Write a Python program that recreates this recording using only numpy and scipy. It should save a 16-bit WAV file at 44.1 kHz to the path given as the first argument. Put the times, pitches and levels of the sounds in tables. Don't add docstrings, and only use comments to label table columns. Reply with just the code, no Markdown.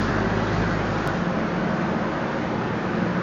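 import sys
import numpy as np
from scipy import signal
from scipy.io import wavfile
from scipy.ndimage import uniform_filter1d

SR = 44100
rng = np.random.default_rng(int(sys.argv[2]) if len(sys.argv) > 2 else 0)


def output_pcm(signal):
    pcm = np.clip(np.atleast_2d(signal).T, -1, 1) * 32767
    wavfile.write(sys.argv[1], SR, np.round(pcm).astype(np.int16))


def nominal_scale(level):
    x = np.asarray(level, float) / 20
    return 10 ** x


N = 142002
TIME = np.arange(N) / SR

# (t/s, firing rate f/Hz, exhaust level/dB, nearness of its roar/dB)
ENGINE = [(0, 47, -35, -4), (.12, 50.4, -32, -2.5), (.28, 52.54, -31.5, -4.5), (.45, 52.89, -32, -2.5),
          (.6, 53.01, -30, -1.5), (.8, 52.5, -33.5, -4), (.95, 52.3, -35.5, -3), (1.07, 52.25, -39.5, -3.5),
          (1.19, 51.5, -37.5, -4.5), (1.27, 45.34, -48, -7.5), (1.4, 44, -45, -8.5),
          (1.63, 41.1, -44.5, -8.5), (1.75, 40.5, -51, -7), (2.1, 40.4, -46.5, -9.5), (2.4, 40.3, -53, -8),
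          (2.6, 39.1, -50.5, -11.5), (2.85, 38.1, -49.5, -9.5), (3.22, 39.2, -61, -11)]


def evened(x):
    return x / np.sqrt(np.mean(x ** 2) + 1e-20)


def along(table, column):
    columns = np.transpose(table)
    return np.interp(TIME, columns[0], columns[column])


def tone(hz):
    turns = np.cumsum(hz * np.ones(N)) / SR + rng.random()
    return np.sqrt(2) * np.sin(2 * np.pi * turns)


def fuzzy(hz, width_hz):
    r = np.exp(-np.pi * max(width_hz, .3) / SR)
    z = np.array([1, 1j]) @ rng.standard_normal((2, N + SR))
    z = signal.lfilter([1], [1, -2 * r, r * r], z)[SR:]
    carrier = np.exp(2j * np.pi * np.cumsum(hz * np.ones(N)) / SR)
    return evened((z * carrier).real)


def unsteady(hz, share=.24, width_hz=10):
    return tone(hz) + share * fuzzy(hz, width_hz)


def roar(colour, patchy_db):
    frames, hz = N // 512 + 6, np.fft.rfftfreq(2048, 1 / SR)
    a, b, patches = rng.standard_normal((frames, 1025, 3)).T
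    patches = uniform_filter1d(patches, size=6, axis=0, mode="wrap")
    patches = evened(uniform_filter1d(patches, size=9, axis=1, mode="wrap"))
    f, db = np.transpose(colour)
    level_db = np.interp(np.log(hz + 1), np.log(f), db, left=-60)[:, None]
    z = (a + 1j * b) * nominal_scale(level_db + patchy_db * patches)
    sound = signal.istft(z, nperseg=2048, noverlap=1536)[1]
    return evened(sound[1024:N + 1024])


def exhaust():
    # (multiple of the firing rate, level/dB)
    overtones = [(1, -3), (2, 0.5), (3, -5), (4, -24.5), (5, -13)]
    hz = along(ENGINE, column=1)
    beat = sum(nominal_scale(db) * unsteady(k * hz, share=.2, width_hz=12) for k, db in overtones)
    return beat * nominal_scale(along(ENGINE, column=2))


def wall_boom():
    # (t/s, level/dB)
    echo = [(0, -53.5), (1.2, -49), (1.4, -43.5), (1.6, -47.5), (1.9, -43.5), (2.1, -40.5), (2.25, -40.5),
            (2.45, -39), (2.7, -37.5), (2.85, -44.5), (3.0, -38), (3.22, -41)]
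    return nominal_scale(along(echo, column=1)) * unsteady(3 * along(ENGINE, column=1))


def engine_roar():
    # (f/Hz, level per Hz/dB)
    colour = [(40, -13), (120, 2), (350, 1), (470, -2.5), (1600, -3), (2300, -19.5), (4500, -20.5),
              (7000, -27.5)]
    chuff = 1 + .05 * tone(along(ENGINE, column=1))
    return nominal_scale(-27 + along(ENGINE, column=3)) * chuff * roar(colour, patchy_db=1.2)


def pump():
    peak_s, spread_s = 0.29, 0.21
    swell = np.exp(-((TIME - peak_s) / spread_s) ** 2)
    return nominal_scale(-33) * swell * tone(7.4 * along(ENGINE, column=1))


def gears():
    # (t/s, f/Hz, level/dB)
    whine = [(0, 1919, -50), (.3, 1942, -46.5), (.5, 1974, -44), (.7, 1978, -46), (.8, 1836, -43),
             (.95, 1770, -61.5), (1.2, 1713, -58), (3.22, 1725, -64)]
    fade_s = 0.4
    grind = nominal_scale(-33) * np.exp(-(TIME / fade_s) ** 2) * fuzzy(1580, width_hz=450)
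    return grind + nominal_scale(along(whine, column=2)) * fuzzy(along(whine, column=1), width_hz=25)


def fan_air():
    # (f/Hz, level per Hz/dB)
    hiss = [(1800, -11), (3000, 2), (4500, 1.5), (7000, -9)]
    fade_s = 0.1
    return nominal_scale(-40) * np.exp(-(TIME / fade_s) ** 2) * roar(hiss, patchy_db=0.0)


def forks():
    # (t/s, level/dB, ringing f/Hz; minus = first swing inward)
    knocks = [
        (.0832, -19, -280),
        (.0895, -14, 300),
        (.0966, -10, 125),
        (.0968, -17, 420),
        (.1004, -12, -260),
    ]
    die_away_s = .022
    out = np.zeros(N)
    for s, db, hz in knocks:
        t = np.maximum(TIME - s, 0)
        out += nominal_scale(db - 60 * t / die_away_s) * np.sin(2 * np.pi * hz * t)
    return signal.lfilter(*signal.butter(2, 60, "high", fs=SR), out)


def rattles():
    # (t/s, level/dB, length/s, middle f/Hz)
    shakes = [
        (.41, -42, .03, 2626),
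        (.48, -44.5, 0.023, 3460),
        (.555, -48, .04, 4050),
        (.57, -49, 0.029, 2900),
        (0.618, -53, .02, 3600),
        (.71, -51.5, .02, 4320),
        (.8, -41, .03, 2210),
        (0.872, -56.5, 0.026, 3320),
    ]
    out = np.zeros(N)
    for s, db, length_s, hz in shakes:
        out += nominal_scale(db) * np.exp(-((TIME - s) / length_s) ** 2) * fuzzy(hz, width_hz=1100)
    return out


def plant_hums():
    # (t/s, level/dB)
    motor = [(0, -38), (.14, -49), (.25, -32), (.4, -34), (.58, -28), (.75, -35), (1.05, -46), (1.2, -29.5),
             (1.45, -35), (1.62, -30.5), (1.78, -31), (1.9, -34.5), (2.15, -40.5), (2.35, -41),
             (2.48, -33.5), (2.9, -36.5), (3.1, -29.5), (3.22, -27.5)]
    blower = [(0, -36), (.1, -31), (.4, -33), (.6, -44), (1.1, -40), (1.3, -39), (1.4, -29), (1.55, -40),
              (1.72, -29), (1.85, -34), (2.03, -30), (2.2, -42), (2.5, -37), (2.8, -42), (2.97, -28),
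              (3.1, -39), (3.22, -38)]
    higher_hum = [(0, -36.5), (.25, -38.5), (.45, -39.5), (1.1, -42), (1.25, -37), (1.5, -45.5),
                  (1.75, -38), (2.05, -38.5), (2.2, -41), (2.45, -37), (2.6, -46), (2.9, -38.5),
                  (3.22, -42.5)]
    compressor = [(0, -43), (.4, -41), (.9, -40.5), (1.02, -32), (1.3, -39), (1.45, -37.5), (1.6, -41),
                  (1.8, -34), (2.0, -45), (2.3, -37.5), (2.5, -42), (2.75, -34.5), (2.95, -39.5),
                  (3.22, -37.5)]
    machines = ((motor, 176.6), (blower, 215.5), (higher_hum, 234.3), (compressor, 153.2))
    return sum(nominal_scale(along(table, column=1)) * unsteady(hz) for table, hz in machines)


def belt_drone():
    # (t/s, level/dB)
    belt = [(0, -49), (1.2, -44), (1.6, -42), (2.3, -43.5), (2.7, -44.5), (3.22, -42)]
    return nominal_scale(along(belt, column=1)) * fuzzy(528, width_hz=24)


def faint_tones():
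    # (f/Hz, width/Hz, level/dB)
    humps = [(346.5, 55, -37.5), (542.7, 52, -40)]
    weak_tones = [(302.8, 2, -42), (322.6, 15, -46), (635, 6, -46), (1507, 3.8, -54), (190.3, 8.1, -38)]
    return sum(nominal_scale(db) * fuzzy(hz, width_hz) for hz, width_hz, db in humps + weak_tones)


def hall_roar():
    # (f/Hz, level per Hz/dB)
    hall = [(20, -17), (70, -15), (110, -8.5), (190, -3), (265, -6), (330, -5.5), (1500, -11.5),
            (7000, -45)]
    return nominal_scale(-28) * roar(hall, patchy_db=1.3)


def scene():
    truck = exhaust() + wall_boom() + engine_roar() + pump() + gears() + fan_air() + forks() + rattles()
    plant = plant_hums() + belt_drone() + faint_tones() + hall_roar()
    return (truck + plant)[None]


def lost_samples():
    skip_s, height, settle_s, lead_s = 1.07499, .21, .002, .003
    t = TIME - skip_s
    jump = height / 2 * np.sign(t) * np.exp(-abs(t) / settle_s)
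    edge = signal.firwin(4095, 16000, window=("kaiser", 6), fs=SR)
    edge = edge * (np.arange(-2047, 2048) > -lead_s * SR)
    return signal.oaconvolve(jump, edge, "same")


def band_limit(x):
    return signal.sosfilt(signal.butter(12, 16200, fs=SR, output="sos"), x)


def record(dry):
    top_edge_hz = 7460
    low_pass = signal.cheby2(10, 50, top_edge_hz * 1.115, fs=SR, output="sos")
    narrow = signal.sosfiltfilt(low_pass, dry)
    narrow = signal.lfilter(*signal.butter(2, 25, "high", fs=SR), narrow)
    faint_band = nominal_scale(-97.5) * fuzzy(8600, width_hz=500)
    mix = narrow + faint_band + lost_samples()
    return band_limit(mix)


dry = scene()
out = record(dry)
output_pcm(out)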